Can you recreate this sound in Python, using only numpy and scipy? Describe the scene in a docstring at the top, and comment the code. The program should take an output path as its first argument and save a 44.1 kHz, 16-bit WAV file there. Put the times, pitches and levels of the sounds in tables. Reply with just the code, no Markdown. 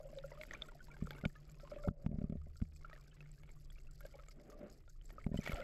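"""Fishing lures towed underwater

A camera in a sealed housing is towed through a lake behind a rig of fishing lures. Shaped noise makes the
water's rumble, hum, wash and hiss, and a wavering tone makes the ringing tow line. Fading tones make bubbles,
gulps of trapped air and lure ticks; noise through resonances makes the lures' chatter. Tugs push on the
housing's resonances, and near the end the bubbles thicken. Both channels are nearly alike."""
import sys
import numpy as np
from scipy import signal
from scipy.fft import rfft, irfft, next_fast_len
from scipy.io import wavfile
from scipy.ndimage import map_coordinates

SR = 44100
rng = np.random.default_rng(int(sys.argv[2]) if len(sys.argv) > 2 else 0)


def master_out(mix):
    """Clip the mix to full scale and print it as 16-bit PCM to the path in sys.argv[1]."""
    frames = np.transpose(np.atleast_2d(mix))
    ceiling = np.clip(frames, -1, 1)
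    pcm = np.round(ceiling * 32767).astype(np.int16)
    wavfile.write(sys.argv[1], SR, pcm)


N = 248283  # length in samples

# In every table the dB values are relative: the functions below add their own trims.
# Fade times are the seconds taken to fall by 60 dB, held between 0.003 and 0.2 when played.

# Faint hiss. Each row: frequency in Hz, noise density in dB per Hz.
HISS_SPECTRUM = [(180, -61.5), (300, 25.5), (1010, -35), (1360, -8), (6100, -15.5), (7570, -48),
                 (9090, -9.5), (12100, -26), (16000, -17.5)]
# What differs between the channels. Each row: frequency in Hz, noise density in dB per Hz.
SIDE_SPECTRUM = [(59, -31), (100, -2), (482, -10), (558, -12), (2420, -17.5), (4730, -10), (15000, -11)]
# Flow past the housing. Each row: time in seconds, rumble level in dB, hum level in dB.
FLOW_LEVELS = [(0.0, -52.5, -63.5), (0.58, -58, -71), (1.18, -52.5, -61), (1.52, -56.5, -64),
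               (1.83, -53, -64.5), (2.12, -55, -64), (2.22, -47, -53), (2.35, -50.5, -62),
               (2.59, -54, -70.5), (3.23, -56.5, -67), (4.03, -53, -68), (4.42, -61.5, -71),
               (5.0, -54.5, -82.5), (5.33, -50, -74), (5.43, -54.5, -59), (5.63, -54, -64)]
# Low rumble of the flow. Each row: frequency in Hz, noise density in dB per Hz.
RUMBLE_SPECTRUM = [(8.8, -20.5), (15, -2), (33, -1.5), (86, -18.5), (103, -20.5), (145, -20), (250, -64),
                   (320, -79), (550, -120)]
# Bubbly water churning at the port. Each row: time in seconds, wash level in dB, fizz level in dB.
CHURN_LEVELS = [(0, -74.5, -76), (.34, -72.5, -71), (.55, -70, -66), (.74, -72, -76), (1.15, -67.5, -69),
                (1.38, -75, -78), (1.74, -67.5, -69), (1.9, -73, -83), (2.15, -66, -85), (2.34, -77.5, -87),
                (2.42, -79.5, -85), (2.75, -78, -86), (2.93, -70.5, -72), (3.13, -78, -79),
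                (3.95, -79.5, -81), (4.11, -74.5, -75.5), (4.24, -88, -79), (4.4, -63, -78),
                (4.68, -60, -74.5), (4.77, -74, -82), (4.92, -93, -88), (5.1, -68, -79), (5.36, -75, -75),
                (5.47, -62.5, -48), (5.55, -58, -54), (5.63, -57.5, -52)]
# Low wash of the churning water. Each row: frequency in Hz, noise density in dB per Hz.
WASH_SPECTRUM = [(88, -30.5), (150, -10), (210, -3), (300, -7.5), (404, -4), (441, -8), (572, -13),
                 (780, -15.5), (861, -31), (1160, -25.5), (1620, -29), (2180, -30.5), (2900, -40.5),
                 (3770, -78), (6380, -120)]
# Thin hiss within the fizz. Each row: frequency in Hz, noise density in dB per Hz.
FIZZ_SPECTRUM = [(410, -47.5), (700, -4), (787, -7), (943, -2), (1030, -30), (1250, -2), (1670, -4.5),
                 (1920, 0.5), (3070, -5.5), (4190, -14), (6260, -24.5), (7700, -20.5), (9470, -39.5),
                 (12100, -22), (15500, -46)]
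# Taut line ringing on. Each row: time in seconds, level in dB.
LINE_LEVELS = [(2.3, -85), (2.37, -46.5), (2.6, -62.5), (2.66, -53), (2.8, -58.5), (2.9, -101)]
# Air pocket at the port, kept ringing by the flow. Each row: time in seconds, level in dB.
GURGLE_LEVELS = [(0.0, -58), (0.12, -69), (0.56, -79), (1.6, -89.5), (1.86, -61), (2.22, -74),
                 (2.38, -93.5), (4.01, -94), (4.22, -86.5), (4.61, -67.5), (4.77, -87), (5.02, -101),
                 (5.5, -70.5), (5.63, -59.5)]
# Gulps of the air pocket. Each row: start in seconds, level in dB, pitch in Hz, fade time in seconds.
AIR_GULPS = [(0.002, -37, 590, 0.027), (0.052, -48.5, 545, 0.1), (0.129, -43, 600, 0.032),
             (0.159, -47, 565, 0.072), (0.171, -42, 537, 0.094), (0.242, -37.5, 545, 0.047),
             (0.318, -36.5, 567, 0.025), (0.376, -53, 587, 0.087), (0.393, -51, 610.6, 0.16),
             (0.62, -49.5, 617, 0.042), (1.072, -37.5, 486, 0.019), (1.236, -49, 590, 0.041),
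             (1.631, -47, 565, 0.063), (1.718, -36.5, 583, 0.054), (1.762, -38.5, 573, 0.051),
             (1.789, -55, 580.5, 0.23), (1.844, -39.5, 576, 0.16), (1.981, -55, 527, 0.065),
             (2.845, -50, 590, 0.025), (2.93, -50, 589, 0.042), (3.206, -75, 570, 0.051),
             (4.007, -57, 576, 0.047), (4.033, -58, 579, 0.15), (4.051, -35, 569, 0.024),
             (4.139, -50, 564, 0.047), (4.153, -41, 520, 0.021), (4.186, -54, 541, 0.066),
             (4.591, -57.5, 583, 0.29), (4.627, -49, 584, 0.06), (5.181, -41, 560, 0.022),
             (5.467, -72, 610, 0.042), (5.546, -51, 510, 0.036), (5.572, -45, 683, 0.089),
             (5.596, -36, 535, 0.056), (5.614, -50, 595, 0.07)]
# Soft-starting bubbles drifting free. Each row: start in seconds, level in dB, pitch in Hz,
# fade time in seconds.
FREE_BUBBLES = [(0.341, -59, 1710, 0.021), (.553, -47, 1370, 0.032), (.75, -55, 682, 0.07),
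                (.914, -45.5, 2280, 0.031), (.965, -53.5, 860, 0.042), (1.114, -55.5, 847, 0.12),
                (1.164, -50, 2170, 0.025), (1.24, -40, 1412, 0.043), (1.358, -53, 1700, 0.044),
                (1.848, -58, 2130, 0.092), (2.979, -58, 1410, 0.037), (2.992, -60, 1390, 0.034),
                (2.995, -67, 2680, 0.016), (3.016, -58, 2320, 0.019), (3.073, -56.5, 580, 0.027),
                (3.114, -53.5, 3000, 0.024), (3.129, -61, 1650, 0.038), (4.011, -60, 1590, 0.062),
                (4.141, -59, 823, 0.14), (4.198, -51, 567, 0.038), (4.226, -51.5, 553, 0.025),
                (4.228, -65.5, 1145, 0.071), (5.197, -46, 2150, 0.015), (5.324, -50.5, 1800, 0.031),
                (5.333, -54, 980, 0.096), (5.493, -32, 2240, 0.026), (5.547, -40, 765, 0.038),
                (5.565, -49, 1410, 0.055), (5.61, -45.5, 1364, 0.061), (5.62, -44, 2070, 0.047)]
# Bubbles popping at the shell. 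Each row: start in seconds, level in dB, pitch in Hz,
# fade time in seconds, level of the knock over the ping in dB.
SHELL_BUBBLES = [(0.1863, -38.5, 3760, 0.009, -11), (0.2382, -46.5, 1380, 0.044, -34),
                 (0.3157, -55.5, 940, 0.06, -17), (0.3166, -54, 1975, 0.038, -12),
                 (0.3743, -57, 1220, 0.053, -22), (0.4129, -33.5, 2570, 0.006, -8.5),
                 (0.4347, -34.5, 2040, 0.0077, -12.5), (0.5097, -33.5, 1885, 0.014, -14.5),
                 (0.5359, -34.5, 1760, 0.012, -15), (0.5478, -34.5, 2330, 0.016, -18),
                 (0.6206, -29.5, 3490, 0.013, -14.5), (0.6855, -49, 1380, 0.037, -10),
                 (0.718, -55.5, 920, 0.031, -7), (0.8045, -48, 1470, 0.044, -31),
                 (0.8832, -59, 940, 0.057, -3), (0.9018, -59, 1390, 0.12, -11),
                 (0.9411, -55.5, 1560, 0.043, -9), (1.0237, -60, 1240, 0.011, 4),
                 (1.056, -55.5, 1390, 0.035, -19), (1.0707, -36, 1305, 0.013, -42),
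                 (1.1068, -38.5, 1575, 0.018, -2.5), (1.1069, -30, 3320, 0.0089, -20),
                 (1.1303, -50, 2240, 0.023, -9), (1.1629, -61.5, 1400, 0.085, -8),
                 (1.1833, -55, 1530, 0.055, 2), (1.2116, -48.5, 2060, 0.023, -5),
                 (1.2491, -53, 1077, 0.024, -22), (1.2526, -24.5, 2234, 0.006, -10),
                 (1.2527, -25.5, 2930, 0.0076, -46), (1.2983, -54, 1760, 0.021, -12),
                 (1.3536, -58, 1240, 0.098, 2.5), (1.5993, -64.5, 1320, 0.17, 8),
                 (1.65, -59.5, 1048, 0.095, -6), (1.6742, -53.5, 1046, 0.039, -5),
                 (1.715, -48.5, 1305, 0.02, -9), (1.76, -58, 2550, 0.018, -1), (1.7848, -60, 1180, 0.1, -5),
                 (1.8364, -47.5, 1344, 0.066, -5.5), (1.8833, -42.5, 1300, 0.043, -10.5),
                 (2.0627, -41, 860, 0.02, -7.5), (2.1162, -66, 1090, 0.033, 4.5),
                 (2.188, -60, 1000, 0.014, -0.5), (2.2167, -63, 1350, 0.032, -2),
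                 (2.2408, -59.5, 1200, 0.026, -7), (2.2982, -66.5, 1160, 0.021, 5.5),
                 (2.3236, -63, 1280, 0.03, -0.5), (2.4157, -56, 1240, 0.02, -16),
                 (2.557, -65, 1356, 0.064, -1.5), (2.6006, -67, 1450, 0.067, 2),
                 (2.6173, -58.5, 1160, 0.019, 2.5), (2.7612, -62.5, 2440, 0.03, -9),
                 (2.826, -73, 1650, 0.019, 9), (2.8464, -41.5, 1360, 0.04, -30),
                 (2.8838, -62, 2200, 0.022, -6), (2.8976, -53, 2300, 0.018, -1),
                 (2.9115, -54, 1257, 0.062, -17), (2.9299, -50, 1865, 0.033, -3),
                 (2.9616, -54.5, 1730, 0.026, -8), (3.1687, -68, 2000, 0.04, 1),
                 (3.2062, -48, 2555, 0.019, -9), (3.2577, -58, 2130, 0.019, -10),
                 (3.434, -65.5, 2210, 0.046, 7), (3.491, -66.5, 1380, 0.013, 8),
                 (3.7015, -54, 3320, 0.018, -10), (3.7573, -60.5, 2320, 0.04, -20),
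                 (3.784, -58, 2700, 0.019, -5), (3.8698, -59.5, 2640, 0.028, -12),
                 (4.007, -51, 1385, 0.025, -5), (4.0506, -54, 1590, 0.056, -1.5),
                 (4.139, -57.5, 2250, 0.035, -9), (4.1958, -57.5, 1287, 0.065, -2),
                 (4.2841, -58, 1280, 0.05, 0), (4.5285, -58.5, 1164, 0.09, -9),
                 (4.8778, -62, 1390, 0.059, -3), (5.013, -54, 3040, 0.01, -15),
                 (5.0939, -62.5, 1160, 0.012, 1.5), (5.104, -57.5, 1820, 0.042, 3.5),
                 (5.1817, -40, 1250, 0.027, -41), (5.214, -43, 2000, 0.0083, -30),
                 (5.242, -45, 2190, 0.014, -15.5), (5.2659, -53, 1260, 0.025, 4),
                 (5.343, -61.5, 990, 0.012, 9.5), (5.3736, -45.5, 3020, 0.043, -7),
                 (5.3779, -51, 1980, 0.039, -11), (5.4018, -53, 2370, 0.032, -4),
                 (5.4157, -52, 2230, 0.062, -22), (5.4475, -54, 2000, 0.035, -16),
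                 (5.462, -32.5, 2210, 0.022, -5), (5.474, -36.5, 1896, 0.035, 2.5),
                 (5.531, -44, 3370, 0.012, 0), (5.5192, -52, 1325, 0.16, 14.5),
                 (5.5848, -49, 1336, 0.082, -9)]
# High resonances of the shell. Each row: centre in Hz, width in Hz, strength in dB.
SHELL_MODES = [(577, 190, 4.5), (876, 40, -0.5), (1360, 420, 2), (1840, 170, -16), (2157, 170, 3),
               (2820, 190, -7), (3330, 120, -5.5)]
# Lures shaking between the ticks. Each row: time in seconds, level in dB.
SHAKE_LEVELS = [(0, -73.5), (1.74, -75.5), (1.88, -71), (1.95, -83.5), (2.44, -85.5), (2.5, -78),
                (4.2, -77), (4.64, -81), (5.33, -78), (5.39, -65.5), (5.55, -58.5), (5.63, -89)]
# Lure ticks, from sharp to barely heard. Each row: start in seconds, level in dB, pitch in Hz.
LURE_TICKS = [(0.0927, -55, 7800), (0.1504, -46, 7740), (0.325, -48, 4860), (0.434, -41, 12000),
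              (0.5364, -33, 6300), (0.62, -89, 4500), (0.6673, -51, 6400), (0.8444, -48, 4560),
              (1.1066, -47, 4430), (1.108, -40, 12800), (1.162, -48, 11040), (1.2515, -57, 4760),
              (1.275, -40, 7160), (1.2989, -69, 5080), (1.4986, -47, 7060), (1.6078, -46, 5100),
              (1.6993, -46, 5100), (1.809, -53, 4990), (1.8367, -75, 4500), (2.0163, -57, 4650),
              (2.066, -60, 4530), (2.299, -74, 4400), (2.568, -45, 7600), (2.763, -45.5, 7650),
              (2.8474, -76, 5400), (2.939, -50, 4530), (3.0365, -85, 5510), (3.0799, -62, 5070),
              (3.1447, -51, 7800), (3.3158, -44.5, 7770), (3.5151, -46, 7540), (3.6132, -55, 5200),
              (3.706, -46, 7720), (3.828, -84, 4900), (3.911, -46, 7700), (3.9568, -62, 11800),
              (4.0068, -42, 11660), (4.055, -43, 7840), (4.1176, -60, 5030), (4.2134, -74, 4950),
              (4.286, -44, 7260), (4.3086, -46, 4940), (4.4058, -52, 4900), (4.501, -43.5, 6700),
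              (4.701, -42, 6800), (4.7267, -46, 4970), (4.787, -52, 5460), (4.896, -44, 6600),
              (4.9264, -60, 4280), (5.0573, -39.5, 7500), (5.094, -56, 4730), (5.1264, -47, 12200),
              (5.1926, -72, 12300), (5.2155, -68, 4940), (5.2436, -44.5, 8500), (5.344, -44, 12900),
              (5.3735, -35, 7450), (5.4124, -35, 6000), (5.441, -38, 7600), (5.5685, -42, 4970),
              (5.599, -37.5, 4900)]
# Resonances of the steel in the lures. Each row: centre in Hz, width in Hz, strength in dB.
STEEL_MODES = [(4850, 1770, 4), (5590, 640, -10), (6650, 830, 0.5), (7630, 850, 2.5), (11690, 2700, -3.5),
               (14400, 1900, -19.5)]
# Pushes that make up the tugs on the housing. Each row: time in seconds, level in dB,
# spread of the push in ms, direction +1 or -1.
TUG_PUSHES = [(1.0257, -28, 0.79, 1), (1.047, -33, 1.45, -1), (1.056, -34.5, 1.43, 1),
              (1.239, -35, 0.59, -1), (1.261, -22, 0.88, 1), (1.2604, -54, 1.7, -1),
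              (1.876, -44.5, 0.33, -1), (1.8776, -32, 0.47, 1), (1.8888, -15, 1.18, 1),
              (1.911, -21, 1.02, 1), (2.047, -37.5, 0.97, 1), (2.0657, -19.5, 0.88, 1),
              (2.093, -24.5, 0.95, 1), (2.1163, -28.5, 0.71, 1), (2.13, -38.5, 0.54, 1),
              (2.1447, -24, 1.2, 1), (2.158, -40.5, 0.62, 1), (2.1875, -26, 0.87, 1),
              (2.2178, -32, 0.66, 1), (2.2431, -26.5, 0.79, 1), (2.2997, -29, 0.81, 1),
              (2.3251, -33.5, 0.65, 1), (2.3559, -35.5, 0.69, 1), (2.469, -52.5, 0.53, -1),
              (2.6184, -31.5, 0.9, 1), (2.6245, -22, 1.07, -1), (5.267, -24, 0.69, 1),
              (5.292, -37, 0.65, 1), (5.318, -29, 0.71, 1), (5.3443, -28, 0.59, 1), (5.361, -26, 1.06, 1),
              (5.391, -26, 0.68, 1), (5.497, -34.5, 0.62, 1), (5.5378, -19.5, 2.54, 1)]
# Low resonances of the housing. Each row: centre in Hz, width in Hz, strength in dB.
HOUSING_MODES = [(56, 111, -3.5), (160, 25.2, -2.5), (211.2, 77, 1.5), (403.4, 52, -0.5), (595, 57, 10.5),
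                 (669, 49, 13)]

CHANCE_POPS = 90  # more pops at chance moments, louder where the fizz is louder
CHANCE_DB, CHANCE_GROWS = -68.5, 0.55  # lowest level at a fizz of -75 dB, and dB gained per dB of fizz
UPPER_DB = -21.5  # middle level of a bubble's second ping under its first
FLURRY_DB, FLURRY_GROWS = -75, 0.52  # shake around a -50 dB tick, and dB gained per dB of tick
FLURRY_RISE_S, FLURRY_FALL_S = 0.0045, 0.016  # time to change by a factor of 2.7
SWING_S, SWING_AT_S = 0.1942, 2.555  # length of one even swing of the lures, start of one swing
SWING_FADE_DB = 4.5  # how far the shake sinks within a swing
TOP_HZ = 15800  # nothing passes above this


def amp(db):
    """Turn a level in dB into a gain."""
    return 10 ** (np.asarray(db) / 20)


def unit(x):
    """Scale x to an average strength (rms) of 1."""
    return x / np.sqrt(np.mean(x ** 2) + 1e-20)


def curves(rows):
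    """Join the rows by straight lines: one curve for each column after the time."""
    s, *columns = np.transpose(rows)
    return [np.interp(np.arange(N) / SR, s, column) for column in columns]


def wobble(rate):
    """A smooth random curve through `rate` random points a second."""
    points = rng.standard_normal(int(N * rate / SR) + 4)
    return map_coordinates(points, [np.arange(N) * rate / SR])


def filtered(x, response):
    """Change each frequency of x by a complex response."""
    size = next_fast_len(N + SR // 2)
    spectrum = rfft(x, size) * response(np.fft.rfftfreq(size, 1 / SR))
    return irfft(spectrum, size)[..., :N]


def noise(points):
    """Random noise of rms 1 whose spectrum follows the (Hz, dB) points."""
    f, db = np.transpose(points)
    shape = lambda hz: amp(np.interp(np.log(hz + 1), np.log(f + 1), db))
    return unit(filtered(rng.standard_normal(N), shape))


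def modes(table):
    """Response of a body that rings at the (Hz, width, dB) resonances when struck."""
    return lambda f: sum(amp(db) * 1j * f * width / (centre ** 2 - f ** 2 + 1j * f * width)
                         for centre, width, db in table)


def narrow(hz, width_hz):
    """Noise of rms 1 passed twice through one resonance, which gives it a blurred pitch."""
    ring = modes([(hz, width_hz, 0)])
    return unit(filtered(rng.standard_normal(N), lambda f: ring(f) ** 2))


def pings(s, db, hz, t60, rise, attack):
    """Fading tones that swell over `attack` seconds; pitch climbs by the share 2 * rise in each fade time."""
    t = np.arange(SR // 10) / SR
    t60 = np.clip(t60, .003, .2)
    s, db, hz, t60 = (np.reshape(v, (-1, 1)) for v in (s, db, hz, t60))
    envelope = amp(db - 60 * t / t60) * (1 - np.exp(-t / attack))
    wave = envelope * np.sin(2 * np.pi * hz * t * (1 + rise * t / t60))
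    at = np.round(s * SR).astype(int) + np.arange(len(t))
    return np.bincount(at.ravel(), wave.ravel(), N + SR)[:N]


def flow():
    """Water moving past the housing: low noise for the rumble and pitched noise for a wavering hum."""
    rumble_db, hum_db = curves(FLOW_LEVELS)
    rumble = amp(rumble_db + 1.5 * wobble(6)) * noise(RUMBLE_SPECTRUM)
    hum = amp(hum_db + 2.5) * narrow(146.7, 15.5)
    return rumble + hum


def swarm(fizz_db, swirl):
    """Many tiny bubbles, each a short tone; louder fizz holds more of them."""
    crowd = np.cumsum(amp(.25 * fizz_db))
    draw = rng.random((1100, 4))
    at = np.searchsorted(crowd, draw[:, 0] * crowd[-1] * .9999)
    hz = 1050 * 4 ** draw[:, 1] ** 1.3
    # most are faint, a few stand out, and higher ones tend to be softer
    size_db = .75 * fizz_db[at] + 2 * swirl[at] - 4 * np.log(draw[:, 2] + .02) - 4 * np.log2(hz / 1000)
    fade_s = (12 + 70 * draw[:, 3] ** 2) / hz
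    notes = pings(at / SR, size_db - 15.5, hz, fade_s, .06, .001)
    return notes * amp(2.5 * wobble(250))


def churn():
    """Churning water: a low wash, and a fizz of thin hiss under a swarm of small bubbles."""
    wash_db, fizz_db = curves(CHURN_LEVELS)
    swirl = wobble(25)  # eddies lift wash and fizz together
    wash = unit(amp(2.5 * swirl + 2.5 * wobble(120)) * noise(WASH_SPECTRUM))
    hiss = unit(amp(1.5 * swirl + 4.5 * wobble(200)) * noise(FIZZ_SPECTRUM))
    return amp(wash_db + 2) * wash + amp(fizz_db - 5) * hiss + swarm(fizz_db, swirl)


def line():
    """The taut tow line rings on after a run of tugs: one pure tone wavering near 75 Hz."""
    phase = 2 * np.pi * np.cumsum(75 + 1.4 * wobble(2.7)) / SR
    return amp(curves(LINE_LEVELS)[0]) * np.sqrt(2) * np.sin(phase)


def pocket():
    """Trapped air gurgles around one note, and each gulp is a softly swelling, fading tone."""
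    s, db, hz, t60 = np.transpose(AIR_GULPS)
    level_db = curves(GURGLE_LEVELS)[0]
    gurgle = amp(level_db + 4 + 2.5 * wobble(30)) * narrow(585, 80)
    gulps = pings(s, db + 6, hz, t60, .02, .006)
    return gurgle + gulps * amp(1.45 * wobble(90))


def drifters():
    """Free bubbles swell, climb a little in pitch and fade."""
    notes = pings(*np.transpose(FREE_BUBBLES), .04, .003)
    return amp(-0.5 + 3.4 * wobble(200)) * notes


def chance_pops():
    """Chance rows with the columns of SHELL_BUBBLES; livelier fizz holds more and louder pops."""
    lift_db = CHANCE_GROWS * (curves(CHURN_LEVELS)[1] + 75)
    crowd = np.cumsum(amp(.3 * lift_db))
    draw = rng.random((CHANCE_POPS, 5))
    at = np.searchsorted(crowd, draw[:, 0] * crowd[-1] * .9999)
    db = lift_db[at] + CHANCE_DB + 8 * draw[:, 1]
    hz = 1200 * 2.3 ** draw[:, 2]
    fade_s = 0.012 + 0.026 * draw[:, 3]
    knock_db = 10 * draw[:, 4] - 6
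    return np.transpose([at / SR, db, hz, fade_s, knock_db])


def bubbles():
    """Each pop gives two unsteady pings and a short noise knock that rings the shell."""
    s, db, hz, t60, knock_db = np.concatenate([SHELL_BUBBLES, chance_pops()]).T
    t, knocks = np.arange(600) / SR, np.zeros(N + SR)
    for at, level in zip(s, db + knock_db):
        fade = amp(level + 11.5 - 60 * t / 0.015)
        knocks[round(at * SR):][:600] += fade * rng.standard_normal(600)
    draw = rng.random((len(s), 2))
    upper_hz = 2550 * 1.8 ** draw[:, 0] ** 2
    upper_db = UPPER_DB + 12 * (draw[:, 1] - .5)
    lower = pings(s, db + 2, hz, t60, .03, .0012)
    upper = pings(s, db + upper_db + 2, upper_hz, .6 * t60, .02, .0007)
    unsteady = amp(3 * wobble(300))
    shell = modes(SHELL_MODES)
    damped = lambda f: shell(f) / (1 + 1j * f / 4000) ** 2  # the plastic swallows the top
    return (lower + upper) * unsteady + filtered(knocks[:N], damped)


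def shaking():
    """Strength of the lures' shake: it sinks within each swing and flurries around each tick."""
    s, db, _ = np.transpose(LURE_TICKS)
    jolts = np.bincount((s * SR).astype(int), amp(FLURRY_DB + FLURRY_GROWS * (db + 50)), N)
    t = np.arange(-SR // 5, SR // 5 + 1) / SR
    flurry = np.exp(np.where(t < 0, t / FLURRY_RISE_S, -t / FLURRY_FALL_S))
    swing = (np.arange(N) / SR - SWING_AT_S) / SWING_S % 1  # runs from 0 to 1 in each swing
    steady = amp(curves(SHAKE_LEVELS)[0] + SWING_FADE_DB * (.5 - swing ** 2))
    return steady + np.abs(signal.fftconvolve(jolts, flurry, "same"))


def rattle():
    """Loose steel chatters as bursts of noise through its resonances; ticks are very short tones."""
    draw = rng.random((1100, 2))
    at = (draw[:, 0] * (N - 1)).astype(int)
    hits = np.bincount(at, amp(-4 * np.log(draw[:, 1] + 0.1)), N)
    fade = amp(-60 * np.arange(700) / SR / .016)
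    burst = np.convolve(hits, fade)[:N] + .3  # never quite silent between hits
    chatter = np.zeros(N)
    for centre, width, db in STEEL_MODES:
        ring = modes([(centre, width, 0)])
        grain = burst * amp(3.5 * wobble(70)) * rng.standard_normal(N)  # each mode varies on its own
        chatter += filtered(grain, lambda f: ring(f) ** 2 * amp(db))
    s, db, hz = np.transpose(LURE_TICKS)
    ticks = pings(s, db - 10, hz, np.full(len(s), 0.0088), 0, 0.00026)
    return amp(-4.5) * shaking() * unit(chatter) + ticks * amp(3.7 * wobble(1500))


def tugs():
    """Tugs are one or more soft, bell-shaped pushes that set the low resonances of the housing ringing."""
    t, push = np.arange(-300, 300) / SR, np.zeros(N + SR)
    for s, db, ms, way in TUG_PUSHES:
        bell = np.exp(-.5 * (t * 1000 / max(ms, .2)) ** 2)
        start = round((s - .0005) * SR) - 300
        push[start:][:600] += np.sign(way) * amp(db + 42.5) * bell / bell.sum()
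    return filtered(push[:N], modes(HOUSING_MODES))


def scene():
    """Add all sources in the centre; a faint noise that follows the shake differs between channels."""
    background = amp(-83.5) * noise(HISS_SPECTRUM) + flow() + churn() + line()
    middle = background + pocket() + drifters() + bubbles() + rattle() + tugs()
    side = shaking() * amp(-26.5 + 2.5 * wobble(22)) * noise(SIDE_SPECTRUM)
    return np.array([middle + side, middle - side])


def record(dry):
    """Loud peaks flatten at the top of the input range and pull the gain down for a moment."""
    top = amp(-24.4)
    excess = np.maximum(np.abs(dry).max(axis=0) / top - .8, 0)
    t = np.arange(SR // 2) / SR
    reaction = np.exp(-t / 0.053) - np.exp(-t / 0.0066)  # slow to act, slower to let go
    pull = signal.fftconvolve(excess, reaction)[:N]
    held = dry / (1 + 0.044 * np.abs(pull))
    flat = held / (1 + np.abs(held / top) ** 8) ** (1 / 8)
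    return filtered(flat, lambda hz: hz < TOP_HZ)


dry = scene()
out = record(dry)
master_out(out)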